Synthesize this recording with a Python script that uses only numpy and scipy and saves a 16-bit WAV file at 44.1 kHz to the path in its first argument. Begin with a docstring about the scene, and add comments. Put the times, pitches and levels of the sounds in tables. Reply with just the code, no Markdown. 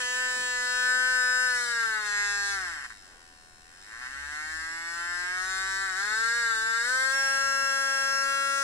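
"""On a table, steadied by hand, a toy of a bottle cap and sticks spins its plastic propeller on a small
DC motor. The unbalanced shaft knocks once a turn and rings the plastic body and stick frame; the brushes
tick, whistle and spark in the metal can; the blades hum over soft handling bumps and a low drone.
The motor slows almost to an idle, where the knock gives way to a purr, then wavers back to full speed."""
import sys
import numpy as np
from scipy import signal
from scipy.fft import rfft, irfft
from scipy.io import wavfile
from scipy.ndimage import uniform_filter1d, map_coordinates

SR = 44100
rng = np.random.default_rng(int(sys.argv[2]) if len(sys.argv) > 2 else 0)


def master_out(mix):
    """Clip the mix to full scale and print it as 16-bit PCM to the path in sys.argv[1]."""
    frames = np.transpose(np.atleast_2d(mix))
    ceiling = np.clip(frames, -1, 1)
    pcm = np.round(ceiling * 32767).astype(np.int16)
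    wavfile.write(sys.argv[1], SR, pcm)


N = 380583
T = np.arange(N) / SR
FULL_SPEED = 250   # all speeds are in turns per second
SIDES = np.array([[.5], [-.5]])   # splits a difference between left and right

# Modes of the motor's metal can. Each row: pitch in Hz, width in Hz, level in dB, left over right in dB,
# left lead in radians.
CAN_MODES = [(2512, 203, -5.5, 6.5, -2), (2755, 260, -1, -1.5, 4), (3136, 307, 0.5, -2.5, -2.5),
             (3708, 410, -6, -7, 0.7), (3900, 425, -11, 15, 2.1), (4172, 256, -7, 7, -1),
             (4430, 510, -6, 15.5, 3.5), (4970, 560, -2.5, 2.5, -2.5), (5116, 270, -2.5, 3.5, -1),
             (5383, 196, -7, 20.5, -4), (6000, 870, -6.5, -1, -2), (6490, 2000, -9.5, -0.5, -1.5),
             (7040, 680, -9.5, 9.5, 4.5), (7370, 280, -11.5, 10, -3), (7650, 400, -0.5, 4, 1.5),
             (8350, 1500, -14, -1, 4.5), (8750, 1400, -10.5, 7.5, -2.5), (9590, 640, -9.5, 4.5, -1.78),
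             (10700, 880, -21, 10, -3), (13300, 2800, -29, 2, -2)]
# Spells when the brushes sit snugly and whistle. Each row: start and end in seconds, change of the
# ticking in dB, whistles as pairs of multiple of the speed and level in dB.
SEATINGS = [(-0.1, 0.62, -3.5, [(10, -48), (11, -47), (13, -47), (17, -50), (20, -48), (21, -48), (24, -49),
            (27, -46), (29, -48), (30, -45), (31, -46)]), (0.663, 1.55, -2, [(10, -50), (11, -48),
            (13, -50), (16, -48), (17, -47), (18, -51), (20, -42), (21, -44), (24, -48), (29, -45),
            (30, -44)]), (2.05, 2.553, 2, [(13, -48), (22, -48), (29, -50), (30, -51), (31, -50),
            (37, -48)]), (7.128, 8.235, -5, [(10, -43), (12, -49), (15, -49), (16, -58), (17, -48),
            (20, -36.5), (21, -45), (23, -47), (28, -48), (35, -47), (36, -50)]),
            (8.247, 8.7, -4.5, [(10, -42), (12, -48), (15, -50), (16, -54), (17, -49), (19, -47), (21, -49),
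            (23, -46), (28, -48), (35, -45)])]
SEAT_RAMP_S = .0083


def from_db(db):
    """Decibels to gain."""
    return 10 ** (np.asarray(db) / 20)


def rms_one(x):
    """Scale to unit power."""
    return x / np.sqrt(np.mean(x ** 2) + 1e-20)


def bell(x, middle, half_width):
    """A smooth hump of height 1."""
    return np.exp(-.5 * np.minimum(((x - middle) / half_width) ** 2, 60))


def held(start, end, ramp_s):
    """A gate, open between two times, with short ramps."""
    return np.clip(np.minimum(T - start, end - T) / ramp_s + .5, 0, 1)


def curve(points, size):
    """A control line through (seconds, value) points, smoothed over size samples."""
    return uniform_filter1d(np.interp(T, *np.transpose(points)), size)


def drift(rate, times):
    """A smooth random wander of spread about 1."""
    return map_coordinates(rng.standard_normal(400), [times * rate], order=3, mode="wrap")


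def by_speed(speed, full_db, doubling_db):
    """A level in dB that rises by the same step with each doubling of the speed."""
    return full_db + doubling_db * np.log2(speed / FULL_SPEED)


def tone(cycles, pan_db, lead):
    """A stereo sine; the left side leads by an angle in radians."""
    return np.sqrt(2) * from_db(pan_db * SIDES) * np.sin(2 * np.pi * cycles + lead * SIDES)


def noise(spectrum, alike):
    """Stereo noise of a given colour and left-right likeness."""
    hz, db = np.transpose(spectrum)
    bin_hz = np.arange(N // 2 + 1) * SR / N
    gain = from_db(np.interp(np.log(bin_hz + 1), np.log(hz), db))
    mid, side = irfft(rfft(rng.standard_normal((2, N))) * gain, N)
    return rms_one(np.sqrt(1 + alike) * mid + np.sqrt(1 - alike) * side * [[1], [-1]])


def clicks(times, sizes):
    """Sharp impulses, placed between the samples."""
    at = np.clip(times * SR, 8, N - 10)[:, None]
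    near = at.astype(int) + np.arange(-7, 9)
    shape = np.sinc(near - at) * np.sinc((near - at) / 8)
    return np.bincount(near.ravel(), (sizes[:, None] * shape).ravel(), N)


def scatter(x, delay_s, size=4096, spacing_hz=504):
    """Smear each tick: every pitch crosses the metal with a delay of its own."""
    hz = np.arange(size // 2 + 1) * SR / size
    delay = delay_s * np.abs(drift(1 / spacing_hz, hz))
    smear = irfft(np.exp(-2j * np.pi * np.cumsum(delay) * SR / size))
    return signal.oaconvolve(x, np.roll(smear, size // 2))[size // 2:size // 2 + N]


def resonate(x, modes, size=4096):
    """Ring a set of modes, each with its own stereo balance and lead."""
    hz, width, db, pan_db, lead = np.transpose(modes)[:, :, None]
    bin_hz = np.arange(size // 2 + 1) * SR / size
    power = (from_db(db) / (1 + (2 * (bin_hz - hz) / width) ** 2)) ** 2
    gains = np.sqrt([(power * from_db(pan_db)).sum(0), (power / from_db(pan_db)).sum(0)])
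    cepstrum = irfft(np.log(power.sum(0) + 1e-9))
    causal = np.exp(1j * rfft(cepstrum[:size // 2], size).imag)   # minimum phase: rings follow the blow
    right_lag = np.angle((power * np.exp(1j * lead)).sum(0))
    response = gains * causal * np.exp(-1j * right_lag * [[0], [1]])
    rings = np.roll(irfft(response), size // 2, axis=1)
    return signal.oaconvolve(x[None], rings, axes=1)[:, size // 2:size // 2 + N]


def room(x, t60_s=.16, wet_db=-6.5):
    """Add a short diffuse tail, different on each side."""
    t = T[:SR // 2]
    tail = rng.standard_normal((2, len(t))) * from_db(-60 * t / t60_s) * (t > .004)
    tail *= from_db(wet_db) / np.sqrt((tail ** 2).sum(1, keepdims=True))
    return x + signal.oaconvolve(x, tail, axes=1)[:, :N]


def at_level(x, db):
    """Even out a sound, then ride its level."""
    power = uniform_filter1d(uniform_filter1d(x.mean(0) ** 2, size=1600), size=1600)
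    return x * from_db(db) / np.sqrt(np.abs(power) + 1e-14)


def knocked(knocks, modes, db, size=1800, swell_share=.72):
    """A knocked part in the room; it swells whenever a harmonic of the speed meets one of its modes."""
    ring = resonate(knocks, modes)
    power = uniform_filter1d(rms_one(ring.mean(0)) ** 2, size)
    swell_db = swell_share * 10 * np.log10(np.abs(power) + 1e-9)
    return at_level(room(ring), db + swell_db)


def shaft(speed, knock_times, unrest, jitter_s=3e-6, uneven_db=.18, idle_db=-27, ramp_s=.0043):
    """One knock a turn rings the body and the stick frame; a catching shaft clacks on the can too."""
    # Modes of the plastic body and of the stick frame. Each row reads as in CAN_MODES.
    body_modes = [(1293, 42, -11.5, 23, 2.1), (1370.4, 38, -3, 10, 1.74), (1403, 105, -6, 16.5, 0.17),
                  (1574, 230, -14, 35, 2.2), (1523.5, 76, 4.5, 4, 0.82), (1618, 100, 4, 1, 0.52),
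                  (1750, 42, 1.5, -5.5, 0.031), (1842, 121, 1, -5, 0.9), (1941, 54, 1.5, 3, 2.33),
                  (2095, 175, -4, -4, 2.7), (2210, 325, -18, -1, 2.37)]
    frame_modes = [(510, 65, -26.5, 24, 1.3), (763, 77, -5.5, -2.5, -0.67), (864.1, 114, -0.5, 5, 0.3),
                   (1052.5, 105, 4.5, 1, 0.21), (1154, 158, 8, 3, 1.67)]
    # Harder or lighter knocking. Each row: middle and half length in seconds, then the change in dB of
    # the lower body modes, the upper body modes and the frame.
    spells = [(0.085, 0.062, -10, 0, 0), (0.38, 0.19, -13, -1, 0.5), (0.24, 0.083, 5.5, 4, 0.5),
              (0.736, 0.064, -0.5, -4, 1), (0.904, 0.034, 1, 2, 0.5), (1.14, 0.53, 4, 4.5, 1),
              (1.666, 0.065, -1, -4, 0), (1.832, 0.096, 2, -1, 0), (2.02, 0.028, -1.5, -2, 1.5),
              (2.326, 0.25, 2.5, 2.5, 1), (2.736, 0.028, -2, -1, -2), (3.94, 0.018, 3, 4, 3),
              (4.23, 0.069, 0, -1, -1.5), (4.55, 0.25, -0.5, 1.5, -1.5), (4.83, 0.083, -4.5, -2.5, -0.5),
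              (5.455, 0.51, 3.5, 2, 0.5), (5.685, 0.19, -2, 0, 4), (6.284, 0.06, 0, -0.5, -2),
              (6.563, 0.52, 4, 2, 1.5), (7.7, 0.81, 0, -2.5, -3), (8.495, 0.075, 0, 1, -3)]
    # The shaft catches just above idle, then runs free. Each row: start and end in seconds, knock boost
    # in dB, clack level in dB, free run in seconds, knock change while free in dB.
    catches = [(2.842, 2.867, 4, -52, 0.034, -9), (2.901, 2.927, 3.5, -62, 0.1, -4),
               (4.012, 4.076, 3, -50, 0.033, -1)]
    idling = .5 - .5 * np.tanh((speed - 92) / 26.4)   # the knock fades out around 92 turns a second
    force_db, clack_gain = idle_db * idling, 0
    for start, end, boost_db, clack_db, free_s, free_db in catches:
        caught = held(start, end, ramp_s)
        force_db += boost_db * caught + free_db * held(end, end + free_s, ramp_s)
        clack_gain += from_db(clack_db) * caught
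    spell_db = sum(np.outer(db, bell(T, middle, half_s)) for middle, half_s, *db in spells)
    lower_db, upper_db, frame_db = force_db + spell_db
    late, strong = rng.standard_normal((2, len(knock_times))) * unrest
    knocks = clicks(knock_times + jitter_s * late, from_db(uneven_db * strong))
    lower = knocked(knocks, body_modes[:6], lower_db + by_speed(speed, -32.5, 10))
    upper = knocked(knocks, body_modes[6:], upper_db + by_speed(speed, -37.5, 6), size=6000)
    frame = knocked(knocks, frame_modes, frame_db + by_speed(speed, -46, 5.5))
    clack = clack_gain * rms_one(resonate(knocks, CAN_MODES[:12]))
    return lower + upper + frame + clack


def commutator(turn_times, unrest, gaps=6, minor_db=-11, wander_db=2, uneven_db=.92):
    """Unevenly spaced gaps tick past the brushes each turn, the widest one loudest."""
    period = np.gradient(turn_times)
    octaves_travelled = np.cumsum(np.abs(np.gradient(np.log2(period))))
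    contact_s = turn_times + 7 * octaves_travelled   # an octave shifts the contact like 7 s of running
    ticks = np.zeros(N)
    for gap in range(gaps):
        minor = gap > 0
        late, strong = rng.standard_normal((2, len(turn_times))) * unrest
        angle = (gap + rng.uniform(-.512, .498)) / gaps   # in turns
        angle += .0081 * minor * drift(.9, contact_s)   # slow wander
        angle += .00031 * drift(17, turn_times)   # flutter
        angle += .00032 * late * np.sqrt(unrest)   # the brushes skip more when the speed changes
        size_db = minor_db * minor + wander_db * drift(2.8, contact_s) + uneven_db * strong
        ticks += clicks(turn_times + angle * period, from_db(size_db))
    return scatter(ticks, delay_s=.001112)


def brushes(speed, ticks, flutter_db=.52, lift_db=-1, lift_s=.024):
    """The ticks rasp in the metal can; the middle and high bands follow speed and brush pressure."""
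    # Firmer or lighter brush pressure. Each row: middle and half length in seconds, change in dB.
    pressure = [(1.887, 0.058, -2.5), (1.987, 0.032, -2), (4.197, 0.056, -0.5), (4.802, 0.052, -2),
                (5.333, 0.045, -2.5), (5.58, 0.46, 2), (6.29, 0.036, 1.5), (6.6, 0.045, -1)]
    # Contour of the lowest band of the rasp. Each row: time in seconds, level in dB before a small trim.
    low_rasp = [(0.0, -46), (0.04, -45), (0.46, -50), (2.06, -55.5), (2.28, -54), (2.83, -60), (2.95, -70),
                (3.56, -75.5), (4.18, -60), (4.93, -61), (5.0, -56.5), (5.48, -57), (6.7, -57.5),
                (7.3, -50.5), (8.63, -53.5)]
    contact_db = flutter_db * drift(12, T)
    contact_db += sum(db * bell(T, middle, half_s) for middle, half_s, db in pressure)
    for start, end, db, _ in SEATINGS:
        contact_db += lift_db * bell(T, start - lift_s, lift_s)   # a brief lift before they seat
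        contact_db += db * held(start, end, SEAT_RAMP_S)
    rasp_db = 2.5 * bell(speed, 215, 24)   # extra bite a little below full speed
    bands = [(CAN_MODES[:3], curve(low_rasp, size=900) + .5),
             (CAN_MODES[3:10], contact_db + rasp_db + by_speed(speed, -43, 14.5)),
             (CAN_MODES[10:], contact_db + by_speed(speed, -41, 15))]
    return sum(at_level(room(resonate(ticks, modes)), db) for modes, db in bands)


def whistles(rasp, turns, pan_db=3, flutter_db=1.52):
    """Seated brushes whistle: added to the rasp, this brings a few overtones to levels of their own."""
    out = np.zeros((2, N))
    for start, end, _, overtones in SEATINGS:
        seated = held(start, end, SEAT_RAMP_S)
        span = seated > 0
        for multiple, db in overtones:
            cycle = np.exp(2j * np.pi * multiple * turns[span])
            present = 2 * (rasp[:, span] / cycle).mean(1, keepdims=True)
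            wanted = np.sqrt(2) * from_db(db + pan_db * SIDES + flutter_db * drift(10, T[span]))
            top_up = (wanted / np.abs(present) - 1) * present
            out[:, span] += seated[span] * (top_up * cycle).real
    return out


def sparks(speed, turns, depth=.55):
    """Near full speed the brushes spark: a fine hiss that pulses once a turn."""
    # Colour of the sparking. Each row: frequency in Hz, relative level in dB.
    colour = [(6000, -30.5), (9000, -8), (11000, -5), (13500, 8), (15500, 4)]
    pulsing = 1 + depth * np.cos(2 * np.pi * turns)
    return from_db(by_speed(speed, -62.5, 32)) * pulsing * noise(colour, alike=.3)


def propeller(speed, turns, wobble_db=-20.5, rush_db=-52.5):
    """Two blades hum at twice the shaft speed and an octave up, wobble once a turn and stir the air."""
    # Colour of the rushing air. Each row: frequency in Hz, relative level in dB.
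    colour = [(100, -9.5), (250, 1.5), (600, -4), (1000, -1), (1600, -10), (2400, -25), (3300, -22),
              (4500, -0.5), (6300, -4), (8500, 4.5), (10000, 0.5), (12000, -7.5), (15500, -25)]
    pace = speed / FULL_SPEED
    wobble = from_db(wobble_db) * pace ** 2 * tone(turns, pan_db=-5, lead=.044)
    blades = tone(2 * turns, pan_db=3.5, lead=-1.32)
    hum = from_db(by_speed(speed, -46.5, 24.5)) * (blades + wobble)
    boost_db = 13.5 * bell(4 * speed, 781.5, 70)   # the octave passes a frame mode at 781.5 Hz
    octave = from_db(by_speed(speed, -54, 20) + boost_db) * tone(4 * turns, pan_db=6, lead=.21)
    rush = from_db(rush_db) * pace ** 1.67 * noise(colour, alike=.99) * from_db(1.4 * SIDES)
    return hum + octave + rush


def background(level_db=-59.5):
    """A quiet, dark bed of noise."""
    # Colour of the bed. Each row: frequency in Hz, relative level in dB.
    colour = [(20, 5.5), (45, -2.5), (100, -8), (200, -11.5), (330, -9.5), (470, -13.5), (1000, -17),
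              (1700, -16.5), (3200, -21.5), (5200, -43.5), (6600, -56), (9600, -21), (12000, -60),
              (15500, -43)]
    return from_db(level_db) * noise(colour, alike=.45)


def handling():
    """The steadying hand makes dull bumps, each a soft puff of noise."""
    # Each row: middle in seconds, level in dB, half length in seconds, band centre in Hz.
    bumps = [(0.327, -51.5, 0.054, 950), (0.403, -57, 0.054, 219), (0.55, -64, 0.043, 28.4),
             (0.929, -56, 0.096, 305), (1.11, -66, 0.052, 39.7), (1.46, -66, 0.11, 34.72),
             (3.148, -63.5, 0.092, 613), (6.202, -60, 0.14, 304)]
    out = np.zeros(N)
    for middle, db, half_s, hz in bumps:
        band = signal.butter(2, [hz / 2, hz * 2.17], "band", fs=SR, output="sos")
        thud = rms_one(signal.sosfilt(band, rng.standard_normal(N)))
        out += from_db(db) * thud * bell(T, middle, half_s)
    return out


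def drone(hz=64.8, rest_db=-72):
    """A low, wavering tone swells now and then."""
    # Each row: middle and half length of a swell in seconds, rise in dB.
    swells = [(2.254, 0.13, 8), (2.582, 0.19, 12.5), (4.24, 0.1, 17.5), (4.571, 0.095, 17),
              (5.15, 0.15, 10), (5.681, 0.2, 14.5), (6.498, 0.2, 8), (7.499, 0.17, 9.5)]
    swell_db = sum(db * bell(T, middle, half_s) for middle, half_s, db in swells)
    return from_db(rest_db + swell_db) * tone(hz * T + .2 * drift(5.6, T), pan_db=0, lead=0)


def purr(turns, turn_times, level_db=-61.5):
    """The rotor's soft, even pulse and faint whine, uncovered when the motor idles."""
    # Resonances of the whole toy. Each row reads as in CAN_MODES.
    toy_modes = [(747, 57, 8, 3, 0), (1030, 340, -3, 14, 1), (1440, 130, 8.5, 12, 2.35),
                 (1610, 100, 11, -3, 7), (1840, 85, 8, -3, 3.5), (1930, 47, 8.5, 3, 2),
                 (2200, 200, -4.5, -6, -1), (2570, 120, -8, -15, 4)]
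    # Partials of the whine. Each row: multiple of the speed, level in dB.
    partials = [(17, -78), (20, -70.5), (22, -72.5)]
    pulses = scatter(clicks(turn_times, np.ones(len(turn_times))), delay_s=.00148)
    whine = sum(from_db(db) * tone(multiple * turns, pan_db=6.5, lead=1.6) for multiple, db in partials)
    return at_level(resonate(pulses, toy_modes), level_db) + whine


def tink(speed, turn_times, level_db=-62, loudest_speed=109):
    """At low speed the brushes drop into the widest gap once a turn, and the can rings clearly."""
    # The can's clear ring. Each row reads as in CAN_MODES.
    ring_modes = [(3870, 450, -7, 6, 0.55), (5170, 180, 1, 8, -1), (5330, 150, 1, 0, -1.4),
                  (5560, 660, -8.5, 6, -0.32)]
    drops = clicks(turn_times, np.ones(len(turn_times)))
    return at_level(resonate(drops, ring_modes), level_db) * bell(speed, loudest_speed, 29)


def scene():
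    """The shaft speed drives every part of the motor and the propeller."""
    # The run down to idle and back. Each row: time in seconds, shaft speed in turns per second.
    speed_points = [(0.0, 252.2), (0.04, 247.5), (0.21, 253.0), (0.6, 248.0), (1.1, 254.4), (1.25, 251.0),
                    (1.44, 253.2), (1.63, 242.1), (1.78, 232.2), (1.92, 218.2), (2.09, 206.3), (2.5, 200.9),
                    (2.55, 197.3), (2.62, 185.8), (2.71, 167.0), (2.83, 132.6), (2.93, 106.6),
                    (2.95, 102.5), (3.03, 93.4), (3.08, 89.2), (3.15, 85.3), (3.27, 82.9), (3.36, 81.8),
                    (3.6, 81.3), (3.7, 84.4), (3.8, 93.3), (3.92, 110.0), (4.01, 123.5), (4.13, 136.1),
                    (4.18, 140.2), (4.33, 150.1), (4.52, 158.1), (5.22, 177.6), (5.5, 189.0), (5.84, 194.4),
                    (5.94, 184.6), (6.05, 206.8), (6.2, 225.2), (6.34, 234.5), (6.39, 235.7), (6.56, 222.2),
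                    (6.7, 225.1), (6.82, 234.1), (6.92, 257.1), (7.16, 270.0), (7.47, 272.4), (7.98, 271.3),
                    (8.63, 275.2)]
    knock_angle, gap_angle = .42, .7   # in turns: where the shaft knocks and the widest gap passes
    speed = curve(speed_points, size=600)
    speed *= 1 + .0005 * speed / FULL_SPEED * drift(14, T)   # a slight waver
    turns = np.cumsum(speed) / SR
    whole_turns = np.arange(int(turns[-1]))
    knock_times = np.interp(whole_turns + knock_angle, turns, T)
    turn_times = np.interp(whole_turns + gap_angle, turns, T)
    change = uniform_filter1d(np.abs(np.gradient(np.log(speed))) * SR, size=3000)
    unrest = 1 + .5 * np.interp(turn_times, T, change)   # the shaft rattles as it speeds up or slows
    rasp = brushes(speed, commutator(turn_times, unrest))
    motor = shaft(speed, knock_times, unrest) + rasp + whistles(rasp, turns) + sparks(speed, turns)
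    motor += purr(turns, turn_times) + tink(speed, turn_times)
    return motor + propeller(speed, turns - knock_angle) + background() + handling() + drone()


def record(dry):
    """A steep low-pass shaves off the very top."""
    cutoff_hz = 15750
    return signal.sosfilt(signal.ellip(12, .1, 90, cutoff_hz, fs=SR, output="sos"), dry)


dry = scene()
out = record(dry)
master_out(out)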